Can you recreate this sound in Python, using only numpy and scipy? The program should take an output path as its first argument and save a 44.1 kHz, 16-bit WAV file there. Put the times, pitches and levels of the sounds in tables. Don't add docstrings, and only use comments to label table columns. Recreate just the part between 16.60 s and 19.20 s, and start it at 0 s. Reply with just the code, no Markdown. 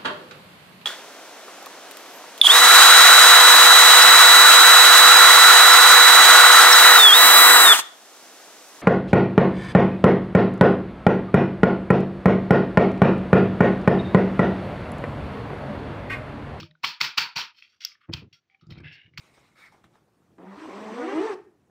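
import sys
import numpy as np
from scipy import signal
from scipy.fft import rfft, irfft
from scipy.io import wavfile
from scipy.ndimage import uniform_filter1d, map_coordinates

SR = 44100
rng = np.random.default_rng(int(sys.argv[2]) if len(sys.argv) > 2 else 0)


def gain_from_db(level_db):
    decades = np.asarray(level_db, float) / 20
    return 10 ** decades


def generate_wav(signal):
    frames = np.transpose(np.atleast_2d(signal))
    scaled = np.clip(frames, -1, 1) * 32767
    pcm = np.round(scaled).astype(np.int16)
    wavfile.write(sys.argv[1], SR, pcm)


N = 114660


def at_hz(points, hz):
    points = np.array(points)
    return np.interp(np.log(hz), np.log(points[:, 0]), points[:, 1])


def rms_one(x):
    return x / np.sqrt(np.mean(x ** 2) + 1e-20)


def energy_one(h):
    return h / np.sqrt(np.sum(h ** 2))


def convolve(x, h):
    return signal.fftconvolve(x, h)[:N]


def filtered(x, order, hz, kind):
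    return signal.sosfilt(signal.butter(order, hz, kind, fs=SR, output="sos"), x)


def colour(spectrum, rings=()):
    hz = np.arange(4097) * SR / 8192 + 1
    db = at_hz(spectrum, hz)
    for ring_hz, width_hz, boost_db in rings:
        db = db + boost_db / (1 + (2 * (hz - ring_hz) / width_hz) ** 2)
    ceps = irfft(db * np.log(10) / 20)
    ceps[1:4096] *= 2
    ceps[4097:] = 0
    return energy_one(irfft(np.exp(rfft(ceps)))[:4096])


def ring(x, hz, t60):
    r, w = gain_from_db(-60 / (t60 * SR)), 2 * np.pi * hz / SR
    return signal.lfilter([0, np.sin(w)], [1, -2 * r * np.cos(w), r * r], x + 1e-18)


def grains(per_s, spread_db):
    size = gain_from_db(spread_db * np.minimum(rng.exponential(1, N), 4)) * rng.choice([-1, 1], N)
    return rms_one(size * (rng.random(N) < per_s / SR))


# blow_s, peak_db, rattle_lead_in_s, room_db
KNOCK_EVENTS = [
    (0.003, -33, 0.0076, -14),
    (0.247, -20, 0.014, -7.5),
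    (0.415, -18, 0.011, -5.5),
    (0.583, -13, 0.0095, -9.5),
    (0.763, -25.5, 0.0061, 0),
    (1.539, -29.5, 0.011, -13),
    (2.579, -33, 0.0047, -9),
]
# pitch_hz, level_db (per Hz)
KNOCK_SPECTRUM = [(50, -41), (140, -10), (660, -22), (900, -9), (4800, -2.5), (7500, -22.5), (10500, -39),
                  (15000, -19.5)]
# pitch_hz, width_hz, boost_db
SHELL_RINGS = [(946, 190, 8.5), (1370, 450, 5), (2424, 590, 8), (3100, 620, 4.5), (4320, 350, 5),
               (5434, 600, 4.5)]


def knocks():
    after_s, after_loss_db = 0.0096, 11.5
    lead_db = 16.5
    scrape_s, scrape_db = 0.02, 22
    t = np.arange(N) / SR
    rattle = grains(13000, 1.2)
    out = np.zeros(N)
    for blow_s, peak_db, lead_s, room_db in KNOCK_EVENTS:
        start_s = blow_s - lead_s
        times_s = [start_s - scrape_s, start_s - 0.001, start_s, blow_s, blow_s + after_s]
        levels_db = [-lead_db - 2 * scrape_db, -lead_db - scrape_db, -lead_db, 0, -after_loss_db]
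        shape_db = np.interp(t, times_s, levels_db, -200, -200)
        blow = (np.arange(N) == int(blow_s * SR)) * 1.0
        gripped = [(hz * rng.uniform(0.99, 1.04), width_hz, boost_db + rng.normal(0, 2.5))
                   for hz, width_hz, boost_db in SHELL_RINGS]
        direct = gain_from_db(peak_db - 2 + shape_db) * rattle
        echo = gain_from_db(peak_db + room_db + 27.5) * room(blow)
        out += convolve(direct + echo, colour(KNOCK_SPECTRUM, gripped))
    return out


# start_s, peak_db, pitch_hz
CLACK_EVENTS = [(0.03, -38.5, 1230), (0.113, -51, 1900), (.2385, -22, 1052), (.2410, -19, 2830),
                (.2440, -15, 2240), (.2448, -19.5, 1110), (.2458, -17, 3240), (.2515, -21.5, 4650),
                (.2550, -23, 3560), (.4088, -18, 2090), (.4110, -21.5, 1310), (.4120, -17, 3100),
                (.4128, -12.5, 2330), (.4132, -8.5, 4480), (.4225, -25, 4750), (.4228, -27.5, 2300),
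                (.5762, -19, 2600), (.5785, -15.5, 4860), (.5795, -16.5, 3000), (.5797, -28.5, 1180),
                (.5815, -10.5, 4820), (.5822, -19.5, 2520), (.5850, -18, 2780), (.5920, -17, 2300),
                (.5970, -14.5, 4800), (0.7629, -20, 2770), (0.767, -22.5, 4400), (0.771, -15.5, 4470),
                (0.7789, -22, 2400), (0.781, -21.5, 4430), (.797, -19, 4300), (0.816, -23, 3100),
                (.766, -27, 960), (.786, -29, 932), (.802, -37, 966), (1.5355, -22, 3500),
                (1.5375, -16.5, 4810), (1.5395, -25, 2890), (2.5755, -27.5, 2150), (2.5765, -32.5, 2800),
                (2.5760, -33.5, 4500)]


def clacks():
    ring_cycles, edge_cycles = 21, 4
    span = 1500
    t = np.arange(span) / SR
    out = np.zeros(N + span)
    for start_s, peak_db, hz in CLACK_EVENTS:
        shape = gain_from_db(-60 * t * hz / ring_cycles) - gain_from_db(-60 * t * hz / edge_cycles)
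        i = int(start_s * SR)
        out[i:i + span] += gain_from_db(peak_db) * shape / shape.max() * np.sin(2 * np.pi * hz * t)
    return out[:N]


# start_s, peak_db, pitch_hz, room_db
TICK_EVENTS = [(0.0305, -32, 3580, -45), (0.1111, -44.5, 3840, -20), (0.1522, -49, 1506, -34),
               (1.0234, -35.5, 2630, -16.5), (1.2496, -12, 5680, -27), (1.3185, -47.5, 2210, -14),
               (1.353, -49.5, 1900, -19), (1.996, -57.5, 3000, -20), (2.011, -54, 1330, -6),
               (2.0115, -57, 3900, -10), (2.138, -51, 2540, -5), (2.171, -52.5, 1460, -10),
               (2.204, -50.5, 5660, -19), (1.727, -51.5, 2760, -16), (1.899, -48.5, 2280, -9),
               (1.9465, -48, 2295, -19), (2.0688, -49, 5000, -11), (2.1058, -38, 3810, -11.5),
               (2.1236, -41, 2210, -20.5), (2.1855, -45.5, 2240, -14), (2.2032, -52, 1660, -19.5),
               (2.537, -47, 2160, -11)]
# pitch_hz, level_db (per Hz)
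TICK_SPECTRUM = [(500, -37), (900, -15), (2540, -14), (5400, 9), (7500, -17.5), (10000, -36.5),
                 (14000, -10)]


def ticks():
    spread_s, body_cycles, ring_cycles, ring_db = 0.0054, 10, 15, -5
    crack_per_db, crack_per_octave_db = 2.5, 2.5
    lowest_hz, span = 1060, 2000
    out = np.zeros((2, N + 4000))
    crack = colour(TICK_SPECTRUM)[:400]
    for (start_s, peak_db, hz, room_db), draw in zip(TICK_EVENTS, rng.random((len(TICK_EVENTS), 16))):
        late = draw[:8] ** 2 * (np.arange(8) > 0)
        size = gain_from_db(-12 * late - 6.1 * (late > 0)) * np.sign(draw[8:] - 0.5)
        touch = np.zeros(span)
        np.add.at(touch, (late * spread_s * SR).astype(int), size)
        body_t60 = body_cycles / hz
        body = ring(ring(touch, hz, body_t60), hz * 1.4, body_t60) * hz / 4000
        narrow = gain_from_db(ring_db) * ring(body, hz, ring_cycles / hz) * hz / 9000
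        crack_db = crack_per_db * (peak_db + 26) + crack_per_octave_db * np.log2(hz / 4000)
        sound = gain_from_db(crack_db) * np.convolve(touch, crack)[:span] + body + narrow
        sound = filtered(sound, 4, min(lowest_hz, hz / 2), "high")
        i = int(start_s * SR)
        out[:, i:i + span] += gain_from_db(peak_db) * sound / np.max(np.abs(sound)) * [[1], [gain_from_db(room_db + 19)]]
    return out[:, :N]


def rub(strokes, spectrum, rings, per_s=1600, spread_db=0, glide=0):
    glide_period_s, glide_mid_s = 0.66, 2.36
    t = np.arange(N) / SR
    shape = 0
    for start_s, length_s, level_db, attack_s, sag_db in strokes:
        fall_s = 0.0053 + 0.063 * length_s
        rise = np.clip((t - start_s) / attack_s, 0, 1)
        fall = np.clip((start_s + length_s - t) / fall_s, 0, 1)
        shape = shape + gain_from_db(level_db - sag_db * (t - start_s) / length_s) * rise * fall
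    if not glide:
        return convolve(shape * grains(per_s, spread_db), colour(spectrum, rings))
    read = np.cumsum(1 + glide * np.sin(2 * np.pi * (t - glide_mid_s) / glide_period_s))
    texture = convolve(grains(per_s, spread_db), colour(spectrum, rings))
    return shape * map_coordinates(texture, [read], mode="wrap")


# start_s, length_s, level_db (rms), attack_s, sag_db
SLIDE_STROKES = [
    (2.229, 0.28, -42.5, 0.036, 22),
]
# pitch_hz, level_db (per Hz)
SLIDE_SPECTRUM = [(500, -10.5), (1200, -24.5), (1550, -3.5), (2750, -3.5), (3700, -5.5), (4200, -16),
                  (5500, -14), (7500, -68.5)]
# pitch_hz, width_hz, boost_db
SLIDE_RESONANCES = [(1700, 240, 8.5), (2150, 240, 10.5), (2793, 310, 13), (3270, 300, -1)]
# start_s, length_s, level_db (rms), attack_s, sag_db
RUB_STROKES = [(.92, 0.22, -51.5, 0.066, 13.5), (1.12, 0.091, -64, 0.011, 6),
               (1.204, 0.077, -43.5, 0.0063, 2.5), (1.405, 0.06, -67.5, 0.0084, 12),
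               (1.728, 0.081, -53, 0.00064, 16), (1.9, 0.07, -66.5, .002, 12),
               (2.008, 0.045, -61.5, 0.0056, 13), (2.1, 0.039, -51.5, 0.006, 5),
               (2.174, 0.023, -57, 0.0043, 2), (1.28, 0.078, -61.5, .02, 2), (1.515, 0.027, -54, 0.015, -8),
               (2.315, 0.057, -55.5, 0.011, 3.5), (2.537, 0.017, -66, 0.0027, 8)]
# pitch_hz, level_db (per Hz)
RUB_SPECTRUM = [(600, -39.5), (1000, -20.5), (1440, -10), (2500, -1), (5500, -3.5), (6500, -18.5),
                (9500, -36), (15000, -26)]
# pitch_hz, width_hz, boost_db
RUB_RESONANCES = [(1400, 150, 8), (2050, 150, 8), (2650, 150, 8), (3230, 120, 13), (4450, 160, 12),
                  (5450, 250, 9)]
# start_s, length_s, level_db (rms), attack_s, sag_db
RUSTLE_STROKES = [
    (1.12, 0.054, -63.5, 0.017, 4),
    (1.28, 0.22, -64.5, 0.014, 11),
    (1.405, 0.06, -60.5, 0.0044, 4),
]
# pitch_hz, level_db (per Hz)
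RUSTLE_SPECTRUM = [(800, -34), (1200, 9), (1900, 0.5), (3300, -2), (4500, -29)]


def rubs():
    slide = rub(SLIDE_STROKES, SLIDE_SPECTRUM, SLIDE_RESONANCES, glide=0.04)
    short = rub(RUB_STROKES, RUB_SPECTRUM, RUB_RESONANCES, glide=0.04)
    return slide + short + rub(RUSTLE_STROKES, RUSTLE_SPECTRUM, ())


# start_s, length_s, level_db (rms), attack_s, sag_db
DRAG_STROKES = [
    (0, 0.058, -41, 0.0011, 10),
    (1.53, 0.079, -40.5, 0.012, 9),
    (1.69, 0.089, -59, 0.018, 14),
    (2.02, 0.063, -54, 0.011, 6),
    (2.085, 0.2, -42, 0.0093, 8),
    (2.28, 0.21, -58.5, 0.015, 7),
    (2.472, .1, -58, 0.0078, 3),
]
# pitch_hz, level_db (per Hz)
WOOD_SPECTRUM = [(40, -34.5), (100, 4.5), (160, -8), (330, -12.5), (600, -25), (1300, -27.5), (2500, -36),
                 (5000, -97)]
# start_s, length_s, level_db (rms), attack_s, sag_db
SCUFF_STROKES = [
    (1.481, 0.04, -30, 0.0143, 13),
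    (1.6, 0.098, -42, 0.019, 16),
]
# pitch_hz, width_hz, boost_db
SCUFF_RESONANCES = [(417, 1000, 8.5), (1820, 270, 1)]


def drags():
    drag = rub(DRAG_STROKES, WOOD_SPECTRUM, [(95, 15, 2), (151.2, 8.7, 15.9), (300, 32, 1.67)],
               per_s=810, spread_db=3.0)
    return drag + rub(SCUFF_STROKES, WOOD_SPECTRUM, SCUFF_RESONANCES, per_s=890, spread_db=-2.5)


# start_s, peak_db, pitch_hz (mode favoured by the spot struck)
BUMP_EVENTS = [(0.001, -36, 111), (0.018, -35, 157), (0.024, -34.5, 330), (0.03, -22, 610),
               (0.237, -31.5, 151), (0.412, -39, 150), (0.579, -31.5, 155), (0.761, -31.5, 148),
               (1.493, -14.5, 335), (1.497, -20, 100), (1.535, -16, 100), (1.577, -37, 200),
               (2.023, -34, 150), (2.068, -33, 146.4), (2.086, -27, 155), (2.109, -22, 155),
               (2.172, -22.5, 151), (2.18, -32.5, 200), (2.201, -23, 135), (2.249, -31.5, 98),
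               (2.475, -45.5, 150), (2.498, -54.5, 150), (2.541, -50, 150), (2.582, -20, 100)]
# pitch_hz, level_db, t60_s
BENCH_MODES = [(75.4, -4, 0.086), (99, -6.5, 0.11), (158, -0.5, 0.059), (235, -9, 0.045), (335.2, -3, 0.12),
               (510, -6.5, 0.14), (580, 0.5, .2)]
# start_s, level_db, pitch_hz, t60_s
FREE_BENCH_RING = (.036, -42, 157, .42)


def bumps():
    spot_db_per_octave, bench_db = 9.5, -4.5
    start_s, level_db, hz, t60 = FREE_BENCH_RING
    click = (np.arange(N) == int(start_s * SR)) * 1.0
    out = gain_from_db(level_db) * ring(convolve(click, np.hanning(200) / 100), hz, t60)
    push = np.hanning(int(SR * 0.0035))
    mode_hz = np.array(BENCH_MODES)[:, 0]
    pushes = np.zeros((len(BENCH_MODES), N + 2000))
    uneven_db = rng.normal(0, 1.5, (len(BUMP_EVENTS), len(BENCH_MODES)))
    for (start_s, peak_db, spot_hz), draw_db in zip(BUMP_EVENTS, uneven_db):
        octaves_off = np.abs(np.log2(mode_hz / spot_hz))
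        mode_db = peak_db + bench_db + draw_db - spot_db_per_octave * octaves_off
        i = int(start_s * SR)
        pushes[:, i:i + len(push)] += gain_from_db(mode_db)[:, None] * push / push.sum()
    for k, (x, (hz, level_db, t60)) in enumerate(zip(pushes, BENCH_MODES)):
        out = out + (-1) ** k * gain_from_db(level_db) * ring(x[:N], hz, t60)
    return out


# start_s, length_s, pitch_hz, peak_db
HUM_EVENTS = [
    (.155, .04, 1460, -66),
    (.015, .155, 610, -65),
    (1.745, .06, 1380, -64),
    (1.89, .12, 781, -64),
]


def hums():
    t = np.arange(N) / SR
    out = 0
    for start_s, length_s, hz, peak_db in HUM_EVENTS:
        swell = np.sin(np.pi * np.clip((t - start_s) / length_s, 0, 1))
        out = out + gain_from_db(peak_db) * np.sin(2 * np.pi * hz * t) * swell
    return out


# pitch_hz, t60_s
ROOM_DECAY = [(100, 0.24), (700, 0.41), (1840, 0.37), (4850, 0.3), (8000, 0.18), (13000, 0.2)]


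def room(x):
    build_s, hold_s, bend_db = 0.0072, 0.033, 303
    t = np.arange(SR // 2) / SR
    edges_hz = 60 * 2 ** np.arange(0, 8.3, 0.5)
    white = rng.standard_normal((2, len(t)))
    tail = 0
    for k, (low, high) in enumerate(zip(edges_hz, edges_hz[1:])):
        band = filtered(white[k % 2], 2, [low, high], "band")
        t60 = at_hz(ROOM_DECAY, np.sqrt(low * high))
        tail = tail + band * gain_from_db(-60 * np.maximum(t - hold_s, 0) / t60)
    tail = tail * (1 - np.exp(-t / build_s)) * gain_from_db(-bend_db * t ** 2)
    return convolve(x, energy_one(tail))


def widen(mid):
    smear = rng.standard_normal(60) * np.exp(-np.arange(60) / 25)
    side = filtered(convolve(mid, energy_one(smear)), 8, 7040, "high")
    return mid + gain_from_db(-11) * side * np.array([[1], [-1]])


def scene():
    knock, (tick, tick_to_room) = knocks(), ticks()
    rubbing = rubs()
    to_room = filtered(tick_to_room, 2, 10000, "low") + gain_from_db(-3.0) * rubbing
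    echo = gain_from_db(-9.0) * room(to_room)
    return widen(knock + clacks() + tick + echo + rubbing + drags() + bumps() + hums())


GATE_EDGES = [-60.5, -66.5, -55.5, -66]
GATE_BORDERS = (600, 660, 4900)


def gate(x):
    slope, window_s = 0.96, 0.013
    lows = [signal.sosfiltfilt(signal.butter(3, hz, fs=SR, output="sos"), x) for hz in GATE_BORDERS]
    bands = np.diff([0 * x, *lows, x], axis=0)
    out = 0
    for band, edge_db in zip(bands, GATE_EDGES):
        power = uniform_filter1d(band.mean(0) ** 2, size=int(window_s * SR))
        level_db = 10 * np.log10(np.abs(power) + 1e-14)
        out = out + band * gain_from_db(slope * np.minimum(level_db - edge_db, 0))
    return out


# pitch_hz, level_db (per Hz)
HISS_SPECTRUM = [(30, -20), (100, 0), (330, -3.5), (600, -12), (2500, -12.5), (6000, -19), (10000, -44),
                 (13000, -34)]


def hiss():
    return gain_from_db(-82) * convolve(rng.standard_normal(N), colour(HISS_SPECTRUM))


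def band_limit(x):
    return signal.sosfilt(signal.butter(12, 16650, fs=SR, output="sos"), x)


def record(dry):
    x = filtered(np.tanh(dry), 2, 70, "high")
    x = gate(x)
    x = signal.sosfilt(signal.cheby2(10, 30, 16000, fs=SR, output="sos"), x)
    return band_limit(x + hiss())


dry = scene()
out = record(dry)
generate_wav(out)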